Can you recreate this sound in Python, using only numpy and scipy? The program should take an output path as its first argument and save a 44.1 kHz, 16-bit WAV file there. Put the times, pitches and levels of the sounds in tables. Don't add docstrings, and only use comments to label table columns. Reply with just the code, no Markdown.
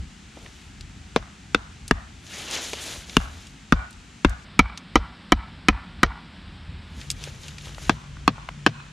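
import sys
import numpy as np
from scipy import signal
from scipy.fft import rfft, irfft, next_fast_len
from scipy.io import wavfile
from scipy.ndimage import uniform_filter1d

SR = 44100
rng = np.random.default_rng(int(sys.argv[2]) if len(sys.argv) > 2 else 0)


def wav_out(sig):
    wavfile.write(sys.argv[1], SR, np.round(np.clip(np.atleast_2d(sig).T, -1, 1) * 32767).astype(np.int16))


N = 393372

# start in seconds, hiss level in dB, club ring in Hz, lowest echo frequency in Hz,
# crack in dB relative to the knock, echo decay time (60 dB) in seconds.
SPOTS = [(0, -48.5, 1450, 624, -15, 0.27), (4.447, -45.5, 1307, 793, -10.5, 0.3),
         (7, -48, 2550, 900, -16.5, .36)]
STEREO = np.array([1., 0., 1.])
# gain in dB, left then right, before scaling.
PORT_DB = np.array([[.8], [-.8]])
# start in seconds, each reflection from near logs in dB, shaken litter in dB, echo in dB,
# knock in dB, lower stake mode in Hz and dB, upper stake mode in Hz and dB, boost of the upper club modes in dB,
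# thud in Hz and dB, body mode in Hz and dB, ground shake in dB, club ring in the echo in dB.
BLOWS = [(1.1613, -24.5, -19, -44.5, -4, 2450, -1, 3670, 0, 5.5, 228, -5, 465, -1.5, -23, -13),
         (1.5464, -24, -25.5, -45, -1, 1410, 14, 3650, 6, 14, 286, -8, 481, -10, -23, -5),
         (1.9103, -25, -43, -44.5, 1.5, 1760, 9, 2795, 4.5, -0.5, 237, -5.5, 427, -11, -14.5, -16),
         (3.1677, -31, -41, -43, 4.5, 1200, 2.5, 2825, 11.5, 6.5, 238, -4.5, 424, -13.5, -15, 6),
         (3.7232, -20.5, -26, -38.5, 0.5, 1410, 9, 1770, 2.5, -0.5, 217, 0.5, 287, -6.5, -7.5, 15),
         (4.2473, -18, -29, -38.5, -1.5, 1580, -4, 1980, -10, 4.5, 268, 1.5, 356, -4.5, -4, 13),
         (4.5918, -16, -24, -40.5, 2.5, 935, -1.5, 2300, 4.5, 0.5, 254, 1, 330, -21, -10.5, -20),
         (4.956, -17, -19, -40, 0, 960, -8, 1950, -18, -5, 293, -2.5, 305, 3.5, -9, 2),
         (5.3208, -21, -32, -41.5, 1, 1056, -4, 1710, -7.5, -1.5, 278, 0.5, 352, -6, -9.5, 9),
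         (5.6848, -21.5, -25.5, -41.5, 2, 1743, -3.5, 2430, -1.5, 0, 278, 0.5, 290, -9, -10, 7),
         (6.0314, -23.5, -22, -41, 2.6, 1550, 0.5, 1935, -10.5, 0, 206, -7.5, 346, -9, -13.5, -9),
         (7.8948, -26, -21, -46.5, 1.5, 1650, -12, 2060, -14, 3.5, 219, -7, 325, -8.5, -22.5, -10),
         (8.2777, -21, -25.5, -44.5, 2, 1000, -8, 4254, -9, 5, 267, -4.5, 298, -10, -23, -7),
         (8.6633, -20.5, -22.5, -46, 2.5, 1662, 7.5, 3002, 1, 5.5, 294, -4.5, 339, -14, -20.5, 11)]
# frequency in Hz, damping in Hz (0.95 over it is the 60 dB decay time
# in seconds), strength in dB.
CLUB_A = [(1080, 1500, 8.5), (1550, 710, 6), (2130, 300, -3.5), (2560, 840, -3), (3515, 410, -5),
          (4220, 440, -15.5), (6080, 580, -22.5)]
CLUB_B = [(737, 38, -8.5), (1000, 66, -10), (1293, 190, 1.5), (1950, 260, -5.5), (2305, 94, -5),
          (3060, 140, -7), (3964, 320, -11.5), (5625, 340, -15)]
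CLUB_C = [(746, 93, -0.5), (1097, 720, 4), (1550, 290, -4.5), (2550, 640, -6.5), (3470, 280, -12),
          (4160, 430, -20.5), (4780, 580, -28)]
HOLD_S = [0.0028, 0.0052, 0.003]
# frequency in Hz before the pitch factor, strength in dB, 60 dB decay time in seconds.
SOIL_MODES = [(45, 3.5, 0.13), (60.8, -4, 0.24), (91, -10.5, 0.2)]
SOIL_PITCH = [1.01, 1, 2.5]
# frequency in Hz, relative dB per Hz.
LITTER = [(200, -20), (450, 3), (1200, -9.5), (3000, -11), (6000, -18)]
LITTER_TOP = [(8500, -45), (16000, -90)]
ECHO_TREBLE_DB = [-7, -12.5, -10.5]
ECHO_DELAY_S = [.018, 0.027, 0.042]
# start in seconds, level in dB, pitch region in Hz.
SNAPS = [(0.4617, -39.5, 1990), (0.809, -38, 3700), (1.8794, -31, 6440), (2.266, -41, 3840),
         (2.5112, -28.5, 5100), (2.732, -24, 3200), (3.096, -34, 3220), (3.469, -39, 3820),
         (3.908, -46, 7000), (3.928, -45, 4760), (4.295, -38.5, 7950), (4.775, -30, 3720),
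         (7.0137, -35.5, 2970), (7.1021, -19.5, 5050), (7.113, -26.5, 6400), (7.239, -30, 4130),
         (7.482, -35, 4060), (7.583, -34.5, 3130), (7.7462, -36.5, 2850)]
# start in seconds, level in dB, frequency in Hz.
TAPS = [(0.369, -38.5, 298), (2.732, -29.5, 434), (7.274, -38, 550), (7.782, -34, 870), (8.168, -37.5, 880),
        (8.381, -34, 890), (8.4884, -23.5, 1080)]
# arch length in seconds, level in dB at the top of the arch, lowest and highest frequency in Hz.
BRUSH = (0.5, -50, 213, 796)
# start in seconds, hold in seconds, level in dB.
SCUFFS = [(0.368, 0.26, -56), (2.347, 0.11, -36.5), (2.534, 0.018, -30), (2.616, 0.041, -34.5),
          (2.7, 0.12, -39.5), (2.864, 0.067, -35), (3.1, 0.12, -44), (3.328, 0.11, -50), (7, 0.025, -47),
          (7.227, 0.024, -42.5), (7.436, 0.061, -45.5), (7.66, 0.011, -43.5), (7.83, 0.023, -42)]
# frequency in Hz, relative dB per Hz.
LEAF = [(150, -58), (250, 1), (414, 2), (1100, -3), (2200, 0), (3600, 2.5), (5200, -3.5), (6940, -1),
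        (8260, -9), (10200, -9), (13900, -24), (16000, -58)]
# time in seconds, level in dB.
RUMBLE = [(0.0, -33.5), (0.17, -50.5), (1.02, -42), (1.32, -49), (1.79, -43.5), (2.48, -50.5), (3.3, -43),
          (3.48, -48.5), (4.55, -48), (5.99, -45.5), (6.36, -48.5), (6.76, -35), (7.18, -44.5), (7.57, -46),
          (7.72, -40), (8.62, -46.5), (8.92, -48.5)]
# frequency in Hz, relative dB per Hz.
WIND = [(12, -41), (20, -33), (45, -2.5), (80, -2), (203, -19.5), (268, -26), (400, -35.5), (520, -44),
        (880, -120)]
# frequency in Hz, relative dB per Hz.
HISS_A = [(71, -63), (120, -3), (204, 1), (569, -24), (789, -16.5), (1050, -20.5), (1320, -16.5),
          (2750, -16), (5300, -22.5), (7350, -23), (9990, -36), (11800, -46), (16000, -61)]
HISS_B = [(71, -44), (120, -30), (157, 2), (226, -4.5), (454, -21.5), (1030, -18.5), (1620, -17.5),
          (2380, -20), (3520, -19.5), (5190, -28), (6240, -42.5), (7980, -36), (11300, -53.5), (16000, -75)]
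HISS_C = [(71, -38), (120, -10), (153, 10), (226, 2.5), (385, -10), (569, -12), (856, -12.5), (1340, -9.5),
          (3240, -10), (4780, -16.5), (7200, -18), (9790, -30.5), (16000, -61)]
# frequency in Hz, side minus mid in dB before the width.
WIDE = [(60, 7), (110, -28), (200, -12.5), (380, -3), (700, 0.5), (1290, 0), (2380, -5), (4400, -6),
        (8120, 2.5), (15000, 11)]

BLOW_T = np.arange(SR // 2) / SR
SNAP_T = np.arange(SR // 10) / SR
KNOCK_S, BODY_S, SCATTER_S, LITTER_T60_S = .012, .028, .04, .085
STAKE_DAMPING_HZ = 350
KNOCK_LEFT_DB, BODY_LEFT_DB = 2, 1.5
CLUB_DIRECT_DB, CLUB_T60_S = -18, .18
SNAP_CRACK_S, SNAP_T60_S, SNAP_TAIL_DB = 0.013, .045, -5
TAP_CYCLES = 13.6
BRUSH_S = .375
SCUFF_RISE_DB_S, SCUFF_FALL_DB_S = 174, 115
HUM_HZ, HUM_DB = 142.9, -47.5
GAIN_KNEE_DB, GAIN_SHARE, GAIN_RELEASE_S = -22, 0.095, 0.096
CLIP_TOP, TOP_HZ = .84, 16000


def blows():
    out = np.zeros((2, N))
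    for row in BLOWS:
        s, near_db, litter_db, echo_db, knock_db = row[:5]
        stake, bright_db = ((row[5], row[6]), (row[7], row[8])), row[9]
        thud_hz, thud_db, body_hz, body_db, shake_db, club_db = row[10:]
        k = spot(s)
        width, crack_db = STEREO[k], SPOTS[k][4]
        knock = wood_knock(k, stake, bright_db)
        wood = knock + undb(near_db) * near_scatter(knock, width) + undb(litter_db) * shaken_litter(width)
        low = undb(thud_db) * soil_thud(thud_hz)
        low = low + undb(body_db) * tilt(BODY_LEFT_DB, width) * body_mode(body_hz, width)
        low = low + undb(shake_db) * ground_shake(k)
        direct = tilt(KNOCK_LEFT_DB, width) * wood + undb(crack_db) * contact_crack(width)
        add(out, s, undb(knock_db) * (direct + undb(PORT_DB * width) * low))
        add(out, s, undb(knock_db + echo_db) * (trunk_echo(k, knock, club_db) + club_singing(k, club_db)))
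    return out


def wood_knock(k, stake, bright_db):
    club = []
    for j, (hz, damping, db) in enumerate((CLUB_A, CLUB_B, CLUB_C)[k]):
        club.append((hz, damping, (-1) ** (j + 1) * undb(db + bright_db * (hz > 1800))))
    wood = list(club)
    for hz, db in stake:
        nearest = min(club, key=lambda mode: abs(mode[0] - hz))
        wood.append((hz, STAKE_DAMPING_HZ, np.sign(nearest[2]) * undb(db)))
    free = np.maximum(BLOW_T - HOLD_S[k], 0)
    modes = sum(gain * np.sin(2 * np.pi * hz * BLOW_T) * undb(-60 * free * damping / 0.95)
                for hz, damping, gain in wood)
    modes = modes * (1 - np.exp(-BLOW_T / 0.00045))
    contact_t = BLOW_T[:SR // 40]
    contact = 0.025 * rng.standard_normal(len(contact_t)) * undb(-60 * contact_t / KNOCK_S)
    contact[0] = 1
    knock = signal.fftconvolve(modes, contact)[:len(BLOW_T)]
    return knock / np.abs(knock).max()


def contact_crack(width):
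    noise = pair(*rng.standard_normal((2, len(BLOW_T))), 0.47 * width)
    return unit(band(noise, 1860, 5800)) * undb(-60 * BLOW_T / 0.014)


def near_scatter(knock, width):
    near = pair(*reflections(rng.standard_normal((2, len(BLOW_T))), 6000, 1), .8 * width)
    near = near * undb(-60 * BLOW_T / SCATTER_S)
    return signal.fftconvolve(near, knock[None], axes=1)[:, :len(BLOW_T)]


def shaken_litter(width):
    grains = reflections(rng.standard_normal((2, len(BLOW_T))), 9000, 2.3)
    rattle = pair(*colour(grains, LITTER + LITTER_TOP), 0.34 * width)
    return undb(-60 * BLOW_T / LITTER_T60_S) * (1 - np.exp(-BLOW_T / 0.001)) * rattle


def soil_thud(hz):
    pushed = np.maximum(BLOW_T - .001, 0)
    return -ring(pushed, hz, 0.033, 0.0009) - 0.45 * ring(pushed, 0.755 * hz, 0.058, 0.0035)


def body_mode(hz, width):
    reached = np.maximum(BLOW_T - np.array([[.0008], [.0008 + 0.00007 * width]]), 0)
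    return ring(reached, hz, BODY_S, 0.00019) + 0.32 * ring(reached, 1.536 * hz, 0.95 * BODY_S, 0.00024)


def ground_shake(k):
    late = np.maximum(BLOW_T - .006, 0)
    return sum(undb(db) * ring(late, hz * SOIL_PITCH[k], t60, 0.02) for hz, db, t60 in SOIL_MODES)


def trunk_echo(k, knock, club_db):
    club_hz, echo_hz, _, echo_s = SPOTS[k][2:]
    far = np.maximum(BLOW_T - ECHO_DELAY_S[k], 0)
    trunks = reflections(rng.standard_normal((2, len(BLOW_T))), 3000, 2.2)
    trunks = unit(pair(*trunks, STEREO[k]) * far * undb(-60 * far / echo_s))
    returned = signal.fftconvolve(trunks, knock[None], axes=1)[:, :len(BLOW_T)]
    returned = unit(band(returned, echo_hz, 3300))
    treble = band(trunks, 1800, 3500)
    middle = band(band(trunks, echo_hz, 1414), echo_hz, 3500)
    club = band(trunks, club_hz - 20, club_hz + 20)
    club = club + undb(-10.5) * band(trunks, 1.62 * club_hz - 30, 1.62 * club_hz + 30)
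    echo = undb(-12.5) * returned + undb(ECHO_TREBLE_DB[k]) * treble
    return echo + undb(6.5) * middle + undb(club_db) * club


def club_singing(k, club_db):
    return undb(club_db + CLUB_DIRECT_DB) * ring(BLOW_T, SPOTS[k][2], CLUB_T60_S, .002)


def snaps():
    out, t = np.zeros((2, N)), SNAP_T
    for s, db, hz in SNAPS:
        click = band(rng.standard_normal(len(t)), hz / 2, min(hz * 1.75, 11000))
        click = unit(band(click, 810, 10000))
        decay = undb(-60 * t / SNAP_CRACK_S) + undb(SNAP_TAIL_DB - 60 * t / SNAP_T60_S)
        add(out, s, undb(db) * click * decay)
    return out


def taps():
    out, t = np.zeros((2, N)), SNAP_T
    for s, db, hz in TAPS:
        t60 = TAP_CYCLES / hz
        noise = unit(band(rng.standard_normal(len(t)), hz / 2, hz * 2.0))
        noise = noise * undb(-60 * t / t60) * (1 - np.exp(-t * hz * 1.3))
        add(out, s, undb(db) * (ring(t, hz, t60, 0.21 / hz) + 1.98 * noise))
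    return out


def brushing():
    out = np.zeros((2, N))
    length, db, lo_hz, hi_hz = BRUSH
    brush = unit(band(rng.standard_normal(len(SNAP_T)), lo_hz, hi_hz))
    arch = np.sin(np.pi * np.minimum(SNAP_T / length, 1)) ** .5
    add(out, BRUSH_S, undb(db) * brush * arch)
    return out


def leaves():
    out = 0
    for lo_hz, hi_hz in ((150, 1300), (1300, 2600), (2600, 4600), (4600, 7000), (7000, 18000)):
        hit = rng.random((2, N)) < 5000 / SR
        grains = hit * rng.standard_normal((2, N)) * undb(2.2 * rng.exponential(size=(2, N)))
        crackle = unit(grains) + .8 * rng.standard_normal((2, N))
        patches = undb(1.6 * walk(110) + 1.8 * walk(30))
        out = out + band(crackle, lo_hz, hi_hz) * patches
    width = STEREO[spot(np.arange(N) / SR)]
    return scuffs() * pair(*colour(out, LEAF, WIDE), 0.18 * width)


def scuffs():
    t = np.arange(N) / SR
    power = 0
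    for s, hold, db in SCUFFS:
        rise = SCUFF_RISE_DB_S * np.maximum(s - t, 0)
        fall = SCUFF_FALL_DB_S * np.maximum(t - s - hold, 0)
        power = power + undb(db - rise - fall) ** 2
    return np.sqrt(power)


def wind_rumble():
    width = 0.66 * STEREO[spot(np.arange(N) / SR)]
    wind = colour(rng.standard_normal((2, N)), WIND) * undb(3.9 * walk(14))
    return curve(RUMBLE) * pair(*wind, 0.16 * width)


def forest_hiss():
    k = spot(np.arange(N) / SR)
    width = 0.66 * STEREO[k]
    out = 0
    for j, points in enumerate((HISS_A, HISS_B, HISS_C)):
        hiss = colour(rng.standard_normal((2, N)), points, WIDE) * undb(SPOTS[j][1] + 0.21 * walk(24.0))
        out = out + (k == j) * pair(*hiss, width)
    return out


def hum():
    tone = unit(band(rng.standard_normal(N), HUM_HZ - 4, HUM_HZ + 4))
    return (spot(np.arange(N) / SR) == 2) * undb(HUM_DB) * tone


def undb(db):
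    return 10 ** (np.asarray(db) / 20)


def unit(x):
    return x / np.sqrt(np.mean(x ** 2))


def colour(x, points, side=((1, 0), (2, 0))):
    n = next_fast_len(x.shape[-1])
    log_f = np.log(np.arange(n // 2 + 1) * SR / n + 1)
    db, side_db = (np.interp(log_f, np.log(np.array(p)[:, 0]), np.array(p)[:, 1]) for p in (points, side))
    y = irfft(rfft(x, n) * undb([db, db + side_db]), n)[:, :x.shape[-1]]
    return y / np.sqrt(np.mean(y[0] ** 2))


def band(x, lo_hz, hi_hz):
    return signal.sosfilt(signal.butter(2, [lo_hz, hi_hz], "band", fs=SR, output="sos"), x)


def walk(rate):
    k = int(SR / rate)
    held = np.repeat(rng.standard_normal(N // k + 1), k)
    return uniform_filter1d(uniform_filter1d(held, k), k)[:N]


def curve(rows):
    return undb(np.interp(np.arange(N) / SR, *np.transpose(rows)))


def ring(t, hz, t60, rise_s):
    return np.sin(2 * np.pi * hz * t) * undb(-60 * t / t60) * (1 - np.exp(-t / rise_s))


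def reflections(noise, per_s, spread_db):
    hit = rng.random(noise.shape) < per_s / SR
    return noise * hit * undb(spread_db * rng.exponential(size=noise.shape))


def pair(mid, side, width):
    return mid + width * side * np.array([[1], [-1]])


def tilt(db, width):
    return undb(np.array([[db], [-db]]) * width / 2)


def add(out, s, x):
    i = int(s * SR)
    x = x[..., :N - i]
    out[:, i:i + x.shape[-1]] += x


def spot(s):
    return np.searchsorted([row[0] for row in SPOTS], s, side="right") - 1


def scene():
    quiet = snaps() + taps() + brushing() + leaves() + wind_rumble() + forest_hiss() + hum()
    return blows() + quiet * undb(.8 * PORT_DB * STEREO[spot(np.arange(N) / SR)])


def record(dry):
    keep = np.exp(-1 / (GAIN_RELEASE_S * SR))
    power = signal.lfilter([1 - keep], [1, -keep], np.mean(dry ** 2, axis=0))
    ducked = dry * (1 + power / undb(GAIN_KNEE_DB) ** 2) ** (-GAIN_SHARE / 2)
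    clipped = ducked / (1 + np.abs(ducked / CLIP_TOP) ** 4) ** .25
    return signal.sosfilt(signal.ellip(8, .2, 70, TOP_HZ, fs=SR, output="sos"), clipped)


dry = scene()
out = record(dry)
wav_out(out)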